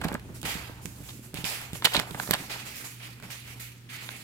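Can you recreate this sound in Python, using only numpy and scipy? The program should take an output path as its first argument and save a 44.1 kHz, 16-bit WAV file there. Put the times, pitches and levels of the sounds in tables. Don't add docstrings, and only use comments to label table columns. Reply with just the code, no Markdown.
import sys
import numpy as np
from scipy import signal
from scipy.fft import rfft, irfft, next_fast_len
from scipy.io import wavfile
from scipy.ndimage import uniform_filter1d, map_coordinates

SR = 44100
rng = np.random.default_rng(int(sys.argv[2]) if len(sys.argv) > 2 else 0)


def transcribe(signal):
    frames = np.atleast_2d(signal).T
    limited = np.clip(frames, -1, 1)
    pcm = np.round(limited * 32767).astype(np.int16)
    wavfile.write(sys.argv[1], SR, pcm)


def boost_factor(decibels):
    exponent = np.asarray(decibels, float) / 20
    return 10 ** exponent


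N = 186631

# time_s, level_db
GRIP_RUMBLE = [(0.0, -41.5), (0.13, -48), (1.4, -55), (1.57, -55), (1.72, -51.5), (2.07, -49.5),
               (2.38, -49.5), (2.76, -57.5), (2.99, -58), (3.24, -55.5), (3.51, -58), (3.71, -60),
               (3.93, -56.5), (4.23, -57)]
# freq_hz, density_db_per_hz
BOOK_SPECTRUM = [(79, -20), (135, -3.5), (151, -11), (178, -7), (302, -11.5), (500, -23.5), (650, -29),
                 (1100, -120)]
AIR_SPECTRUM = [(13, -46), (22, -44), (59, 2), (92, -5.5), (95, 7), (105, -17), (140, -39), (230, -120)]
# freq_hz, rms_db
HUM_PARTIALS = [(120.4, -51), (240.8, -72.5)]
AIR_DB, AIR_GRIP_SHARE = -60.5, 0.82

# freq_hz, density_db_per_hz
RASP_SPECTRUM = [(760, -26), (1300, -2.5), (1500, -4.5), (1920, 1.5), (2410, 3.5), (3130, -0.5), (3950, -4),
                 (4630, -4.5), (5600, -12), (7280, -27), (12300, -120)]
BODY_SPECTRUM = [(250, -36.5), (420, 1.5), (562, 0), (831, 5), (1200, -1), (1600, 0), (2080, -14.5),
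                 (3520, -120)]
FIZZ_SPECTRUM = [(3060, -7.5), (5200, -3.5), (6060, -1.5), (7470, 0.5), (9090, -2), (9830, -1.5),
                 (12400, -1.5), (15200, -4.5), (15800, -9.5)]
# start_s, length_s, rasp_db, body_re_rasp_db, fizz_re_rasp_db
SHEET_DRAGS = [(.001, 0.14, -55.5, 11, -4.5), (.2, 0.15, -68, 9, 0), (.339, 0.019, -59.5, 2, 11.5),
               (.43, .02, -46.5, 4, -4), (.81, 0.074, -64, 0, 11.5), (.9, 0.2, -66, 7, 8.5),
               (1.14, 0.033, -66.5, -17, 9), (1.222, 0.041, -66.5, 8, 13.5),
               (3.888, 0.082, -44.5, -14.5, -7), (1.343, 0.071, -47.5, -2.5, -1),
               (1.73, 0.034, -51.5, 0.5, 6.5), (1.825, 0.12, -49, -7, 1), (1.91, 0.099, -43.5, 6, -5),
               (2.06, 0.17, -55, 8, 2.5), (2.3, .09, -44.5, 2, -4.5)]
# start_s, length_s, rasp_db, body_re_rasp_db, fizz_re_rasp_db
FINGER_STROKES = [(.4495, 0.057, -35, -2.5, -3.5), (.56, 0.095, -53, 6, 1), (1.447, 0.083, -35, -5, -1.5),
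                  (2.4, 0.044, -46, -6.5, 0), (2.495, 0.073, -38, -4.5, -4), (2.65, 0.17, -45.5, -8.5, -1),
                  (2.755, 0.043, -49.5, -11, 6.5), (2.84, 0.037, -46, -8.5, 1.5),
                  (3.23, 0.11, -52.5, 2.5, -2.5), (3.3, .05, -44.5, -19, -1.5),
                  (3.595, 0.022, -47.5, -30, 2), (4.1, 0.031, -48.5, -7, -5), (4.16, 0.036, -55.5, -6, 5.5)]
# start_s, length_s, rasp_db, body_re_rasp_db, fizz_re_rasp_db
FINGER_GLIDES = [
    (.63, 0.017, -49, 2, -4),
    (.69, 0.13, -61, 12, -6),
    (1.03, .1, -57, -20, 11),
    (1.58, 0.027, -51, 6, 5),
    (2.17, 0.1, -50.5, -3, 13),
    (2.99, 0.077, -45.5, -4.5, -3.5),
    (3.44, 0.066, -49.5, -2.5, 1),
    (3.98, 0.073, -44.5, -6.5, -0.5),
]
GRIP_RATIOS = (0.63, 0.98, 1.76)
FADE_RATIOS = (0.83, 1, 1.11)

# freq_hz, width_hz, level_db
SHEET_MODES = [(644, 410, 1), (1250, 1250, 2), (1600, 610, 3.5)]
CORNER_MODES = [(700, 1020, -7), (1630, 480, 0.5), (2350, 420, -7.5)]
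# start_s, peak_db, body_re_peak_db,
# treble_re_peak_db
SNAPS_NEAR = [(.0137, -32, 3.5, -16.5), (.0354, -42.5, 9.5, -11), (.1299, -32.5, -2, -22),
              (.415, -36.5, -35, -9), (.857, -25.5, -15, -15.5), (1.3429, -22.5, -20.5, -19),
              (1.443, -13.5, -32, -30.5), (1.9658, -5.5, -71, -31), (2.108, -28, -29, -19.5),
              (2.232, -39, 5.5, -16), (2.275, -31, 2, -23), (2.293, -42.5, 12.5, -17),
              (2.3159, -21, -13.5, -22), (3.224, -41, 1.5, -13), (1.334, -53, 3, -23)]
SNAPS_FAR = [(.0449, -27, 5, -7), (.1164, -40, 10.5, -20), (.126, -32.5, -0.5, -10), (.142, -39, -25, 0.5),
             (.196, -24.5, -15.5, -27), (.5522, -33, -8, -18), (1.6147, -33, -11, -7),
             (1.732, -21, -32, -18), (1.8229, -17, -9, -34), (1.94, -21, -21, -8),
             (1.998, -15.5, -4.5, -11), (2.7677, -34, -19, -6), (3.2001, -34.5, -9, -18)]
# start_s, peak_db, body_re_peak_db, treble_re_peak_db
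CRUMPLES_NEAR = [(.049, -28, 6, -14), (.0828, -25, -1, -1), (1.371, -24, -13, -19), (1.7492, -27.5, -5, -4),
                 (1.8444, -12, -7, 3), (1.8486, -1, -44, 0), (1.9486, -10, -15, -6),
                 (1.9574, -9.5, -9, -22), (1.9918, -10, -10, -38), (2.1448, -43.5, 19.5, -31),
                 (2.3312, -14, -8, -28)]
CRUMPLES_FAR = [(.0162, -29, 1, -15), (.0384, -22, 5, -1), (.1348, -44, -15, -13), (.1485, -37, 16, -24),
                (.1565, -45, 1, -19), (.066, -44, 8, -20), (.093, -51, 4, -20), (2.012, -36, 4, -20),
                (1.8228, -33, 4, -39.5), (1.8542, 0.2, -14, -27), (1.8674, -28, 9, -20),
                (1.9354, -10, -33.5, -10), (1.9444, -9.5, -3.5, -17), (1.9727, -13.5, -9.5, -27),
                (2.0296, -35, 3.5, -10), (2.3414, -12, -8, -20), (2.3504, -33, 4, -30),
                (1.088, -24, -18, -14), (1.103, -28.5, -16, -2)]
# start_s, peak_db, body_re_peak_db, treble_re_peak_db
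CORNER_CRACKS = [
    (.4298, -26, -13, -10),
    (1.357, -25, -20, -24.5),
    (2.1986, -13, -5, -30),
    (2.3093, -14, 1, 2),
    (2.337, -12, -5, -8),
    (4.0896, -16.5, -10, -39),
    (1.8492, -19, -3, -10),
]
NEAR_PAN_DB, FAR_PAN_DB = -11, -2
# freq_hz, gain_db
PORT_RESPONSE = [(4800, 0), (6100, -6), (8000, 2.5), (10000, -1.5), (12500, -4), (15000, -4.5)]

# start_s, peak_db, pitch_hz
BLOCK_TAPS = [(0.018, -36, 183), (.044, -28, 273), (.048, -17.5, 163), (.062, -25, 229), (.114, -23.5, 217),
              (0.13, -28.5, 199), (.144, -22, 229), (0.298, -34, 178), (0.43, -33.5, 145),
              (0.443, -29.5, 185), (0.551, -27.5, 164), (.694, -32, 286), (.851, -28, 170),
              (1.002, -33.5, 143), (1.191, -40.5, 145), (1.337, -28, 202), (1.344, -27.5, 144),
              (1.384, -27.5, 144), (1.437, -27.5, 144), (1.729, -26, 147), (1.845, -27.5, 161),
              (1.954, -21.5, 278), (1.974, -21.5, 146), (1.989, -25, 217), (2.107, -28.5, 145),
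              (2.147, -31.5, 155), (2.287, -25, 231), (2.306, -20, 198), (2.337, -30, 183),
              (3.227, -36.5, 145)]
# freq_hz, t60_s
ROOM_T60 = [(200, 0.1), (2000, 0.26), (10000, 0.074)]


def unit(x):
    return x / np.sqrt(np.mean(x ** 2) + 1e-20)


def along(points, hz):
    point_hz, value = np.transpose(points)
    return np.interp(np.log(hz + 1), np.log(point_hz + 1), value)


def wobble(rate_hz):
    knots = rng.standard_normal(int(N * rate_hz / SR) + 4)
    return map_coordinates(knots, [np.arange(N) * rate_hz / SR])


def filtered(x, response):
    size = next_fast_len(N + SR // 2)
    spectrum = rfft(x, size) * response(np.fft.rfftfreq(size, 1 / SR))
    return irfft(spectrum, size)[..., :N]


def ports(x, lag_s):
    lags_s = np.array([[0], [lag_s]])
    return filtered(np.array([x, x]), lambda hz: np.exp(-2j * np.pi * hz * lags_s))


def noise(spectrum, alike, grit_db=0):
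    raw = rng.standard_normal((3, N)) * boost_factor(grit_db * wobble(900))
    share = np.clip(alike, 0, 1)
    pair = np.sqrt(share) * ports(raw[0], lag_s=0.00017) + np.sqrt(1 - share) * raw[1:]
    return unit(filtered(pair, lambda hz: boost_factor(along(spectrum, hz))))


def sides(pan_db):
    return boost_factor(np.array([pan_db / 2, -pan_db / 2]))


def background():
    t = np.arange(N) / SR
    book_db = np.interp(t, *np.transpose(GRIP_RUMBLE))
    air_db = AIR_DB + AIR_GRIP_SHARE * (book_db - book_db.mean())
    tremor_db = 2.3 * wobble(17)
    book = boost_factor(book_db + 1.5 + tremor_db) * noise(BOOK_SPECTRUM, alike=0.98)
    air = boost_factor(air_db + 3.0 + 3.6 * wobble(3.8)) * noise(AIR_SPECTRUM, alike=0.82)
    drift_rad = 0.5 * wobble(4.6) + np.c_[[0.12, -0.12]]
    unsteady_db = 1.5 * wobble(14)
    hum = 0
    for hz, rms_db in HUM_PARTIALS:
        level = np.sqrt(2) * boost_factor(rms_db + 1.06 * wobble(6.88) + unsteady_db)
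        hum = hum + level * np.sin(2 * np.pi * hz * t + drift_rad)
    hiss_spectrum = [(300, -4.5), (1500, 3), (2600, 2.5), (5500, -4), (15000, -8.5)]  # hz, db
    hiss = boost_factor(-58.5) * noise(hiss_spectrum, alike=0)
    return (book + air + hum) * sides(-2.2)[:, None] + hiss


def stroke_power(rows, attack_s, sag_db_per_s, lift_db_per_s):
    t = np.arange(SR // 2) / SR
    power = np.full((3, N + len(t)), 1e-10)
    grip = 1 - np.exp(-t / (attack_s * np.c_[list(GRIP_RATIOS)]))
    for start_s, length_s, rasp_db, body_db, fizz_db in rows:
        sag_db = sag_db_per_s * np.minimum(t, length_s)
        lift_db = lift_db_per_s * np.maximum(t - length_s, 0)
        level_db = rasp_db + np.c_[[0, body_db, fizz_db]] - np.outer(FADE_RATIOS, sag_db + lift_db)
        power[:, round(start_s * SR):][:, :len(t)] += (grip * boost_factor(level_db)) ** 2
    return power[:, :N]


def patches(x, patchy_db):
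    z = signal.stft(x, nperseg=512)[2]
    field = rng.standard_normal(z.shape[1:])
    for _ in range(2):
        field = uniform_filter1d(field, size=10, axis=0)
        field = uniform_filter1d(field, size=12, axis=1)
    return signal.istft(z * boost_factor(patchy_db * unit(field)), nperseg=512)[1][:, :N]


def slide():
    power = stroke_power(FINGER_STROKES, attack_s=0.002, sag_db_per_s=49.5, lift_db_per_s=108.5)
    power = power + stroke_power(SHEET_DRAGS, attack_s=0.0075, sag_db_per_s=-10.5, lift_db_per_s=234)
    power = power + stroke_power(FINGER_GLIDES, attack_s=0.026, sag_db_per_s=39, lift_db_per_s=105)
    rasp_db, body_db, fizz_db = 10 * np.log10(power)
    flutter_db = 0.8 * wobble(40) + 0.8 * wobble(90)
    rustle_db = 2.2 * wobble(45)
    rasp = boost_factor(rasp_db + 1.5 + flutter_db) * noise(RASP_SPECTRUM, alike=0.15, grit_db=0.0)
    body = boost_factor(body_db - 2.0 + rustle_db) * noise(BODY_SPECTRUM, alike=0.43, grit_db=-2.5)
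    fizz = boost_factor(fizz_db + 3.5 + flutter_db) * noise(FIZZ_SPECTRUM, alike=0.04, grit_db=0.5)
    mix = (rasp + fizz) * sides(-5.0)[:, None] + body * sides(-1.9)[:, None]
    return patches(mix, patchy_db=1.3)


def bending_response(modes, hz):
    total = 0
    for k, (centre_hz, width_hz, level_db) in enumerate(modes):
        damping = 1j * hz * width_hz
        total = total + (-1) ** k * boost_factor(level_db) * damping / (centre_hz ** 2 - hz ** 2 + damping)
    return total


def band(x, lo_hz, hi_hz):
    return signal.sosfilt(signal.butter(2, [lo_hz, hi_hz], "band", fs=SR, output="sos"), x)


def buckles(events, modes, kick, rise_s, grit_db, mid_db, body_db, treble_db):
    t = np.arange(SR // 16) / SR
    spread = np.array([0.3, 0.6, 0.7])[:, None, None]
    drive = np.zeros((3, 2, N + len(t)))
    for start_s, peak_db, low_db, high_db, pan_db, t60_s in events:
        shape = (1 - np.exp(-t / rise_s)) * boost_factor(peak_db - 60 * t / np.clip(t60_s, 0.002, 0.2))
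        size = np.linalg.norm(shape)
        clumps = boost_factor(grit_db * np.repeat(rng.standard_normal(len(t) // 16 + 1), 16)[:len(t)])
        shared = rng.standard_normal((3, 1, len(t)))
        own = rng.standard_normal((3, 2, len(t)))
        cracks = shape * clumps * (shared + spread * own)
        cracks[:2, :, 4] -= kick * size
        cracks *= size / np.linalg.norm(cracks, axis=2, keepdims=True)
        pans = sides(np.clip(pan_db, -13, 3) * np.array([0.6, 1, 1.1])).T
        gains = boost_factor([[low_db + body_db], [mid_db], [high_db + treble_db]]) * pans
        first = round(start_s * SR)
        drive[:, :, first:first + len(t)] += gains[:, :, None] * cracks
    low = filtered(drive[0, :, :N], lambda hz: bending_response(modes, hz))
    high = band(drive[1, :, :N], 2200, 4260) + band(drive[2, :, :N], 3700, 20000)
    right = ports(low[1], lag_s=0.0001)[1] + ports(high[1], lag_s=0.00016)[1]
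    return np.array([low[0] + high[0], right])


def placed(events, pan_db, t60_s):
    return [(*row, pan_db, t60_s) for row in events]


def crumples():
    events = placed(CRUMPLES_NEAR, NEAR_PAN_DB, t60_s=0.027) + placed(CRUMPLES_FAR, FAR_PAN_DB, t60_s=0.028)
    return buckles(events, SHEET_MODES, kick=0.12, rise_s=0.0026, grit_db=5.5,
                   mid_db=4.5, body_db=16, treble_db=-4.5)


def snaps():
    events = placed(SNAPS_NEAR, NEAR_PAN_DB, t60_s=0.02) + placed(SNAPS_FAR, FAR_PAN_DB, t60_s=0.0098)
    return buckles(events, CORNER_MODES, kick=0.43, rise_s=0.0001, grit_db=7.5,
                   mid_db=-1, body_db=15.5, treble_db=12.5)


def taps():
    out, t = np.zeros(N + SR), np.arange(SR // 4) / SR
    cycles_to_t60 = 4.9
    for start_s, peak_db, pitch_hz in BLOCK_TAPS:
        swing = np.sin(2 * np.pi * pitch_hz * t) * boost_factor(-60 * t / (cycles_to_t60 / pitch_hz))
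        knock = 0.55 * np.sin(2 * np.pi * 1.73 * pitch_hz * t) * boost_factor(-60 * t / 0.014)
        heave = boost_factor(-11.5 - 60 * t / 0.061) * np.sin(2 * np.pi * 62 * t)
        push = boost_factor(peak_db + 2.0) * (1 - np.exp(-t / 0.0003))
        out[round((start_s + 0.003) * SR):][:len(t)] -= push * (swing + knock + heave)
    radiated = filtered(out[:N], lambda hz: (1j * hz / 55) ** 2 / (1 + 1j * hz / 55) ** 2)
    return radiated * sides(-5.0)[:, None]


def corner_cracks():
    events = placed(CORNER_CRACKS, NEAR_PAN_DB, t60_s=0.0072)
    return buckles(events, CORNER_MODES, kick=0.53, rise_s=0.00033, grit_db=4.5,
                   mid_db=0.5, body_db=19.5, treble_db=10.0)


def room(x):
    hz, t, z = signal.stft(rng.standard_normal((2, SR // 2)), SR, nperseg=256)
    decay = boost_factor(-60 * t / along(ROOM_T60, hz)[:, None])
    tail = signal.istft(z * decay, SR, nperseg=256)[1]
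    delayed = np.pad(x, ((0, 0), (200, 0)))
    return signal.fftconvolve(delayed, tail / np.linalg.norm(tail[0]), axes=1)[:, :N]


def scene():
    pages = snaps() + crumples() + corner_cracks()
    pages = filtered(pages, lambda hz: boost_factor(along(PORT_RESPONSE, hz)))
    thuds = taps()
    reverb = room(boost_factor(-16.5) * pages + boost_factor(-7.5) * thuds)
    return pages + thuds + reverb + slide() + background()


def band_limit(x):
    return signal.sosfilt(signal.butter(12, 16970, fs=SR, output="sos"), x)


def record(dry):
    top_hz = 15850
    soft = dry / (1 + np.abs(dry / 0.85) ** 4) ** (1 / 4)
    mix = filtered(soft, lambda hz: hz < top_hz)
    return band_limit(mix)


dry = scene()
out = record(dry)
transcribe(out)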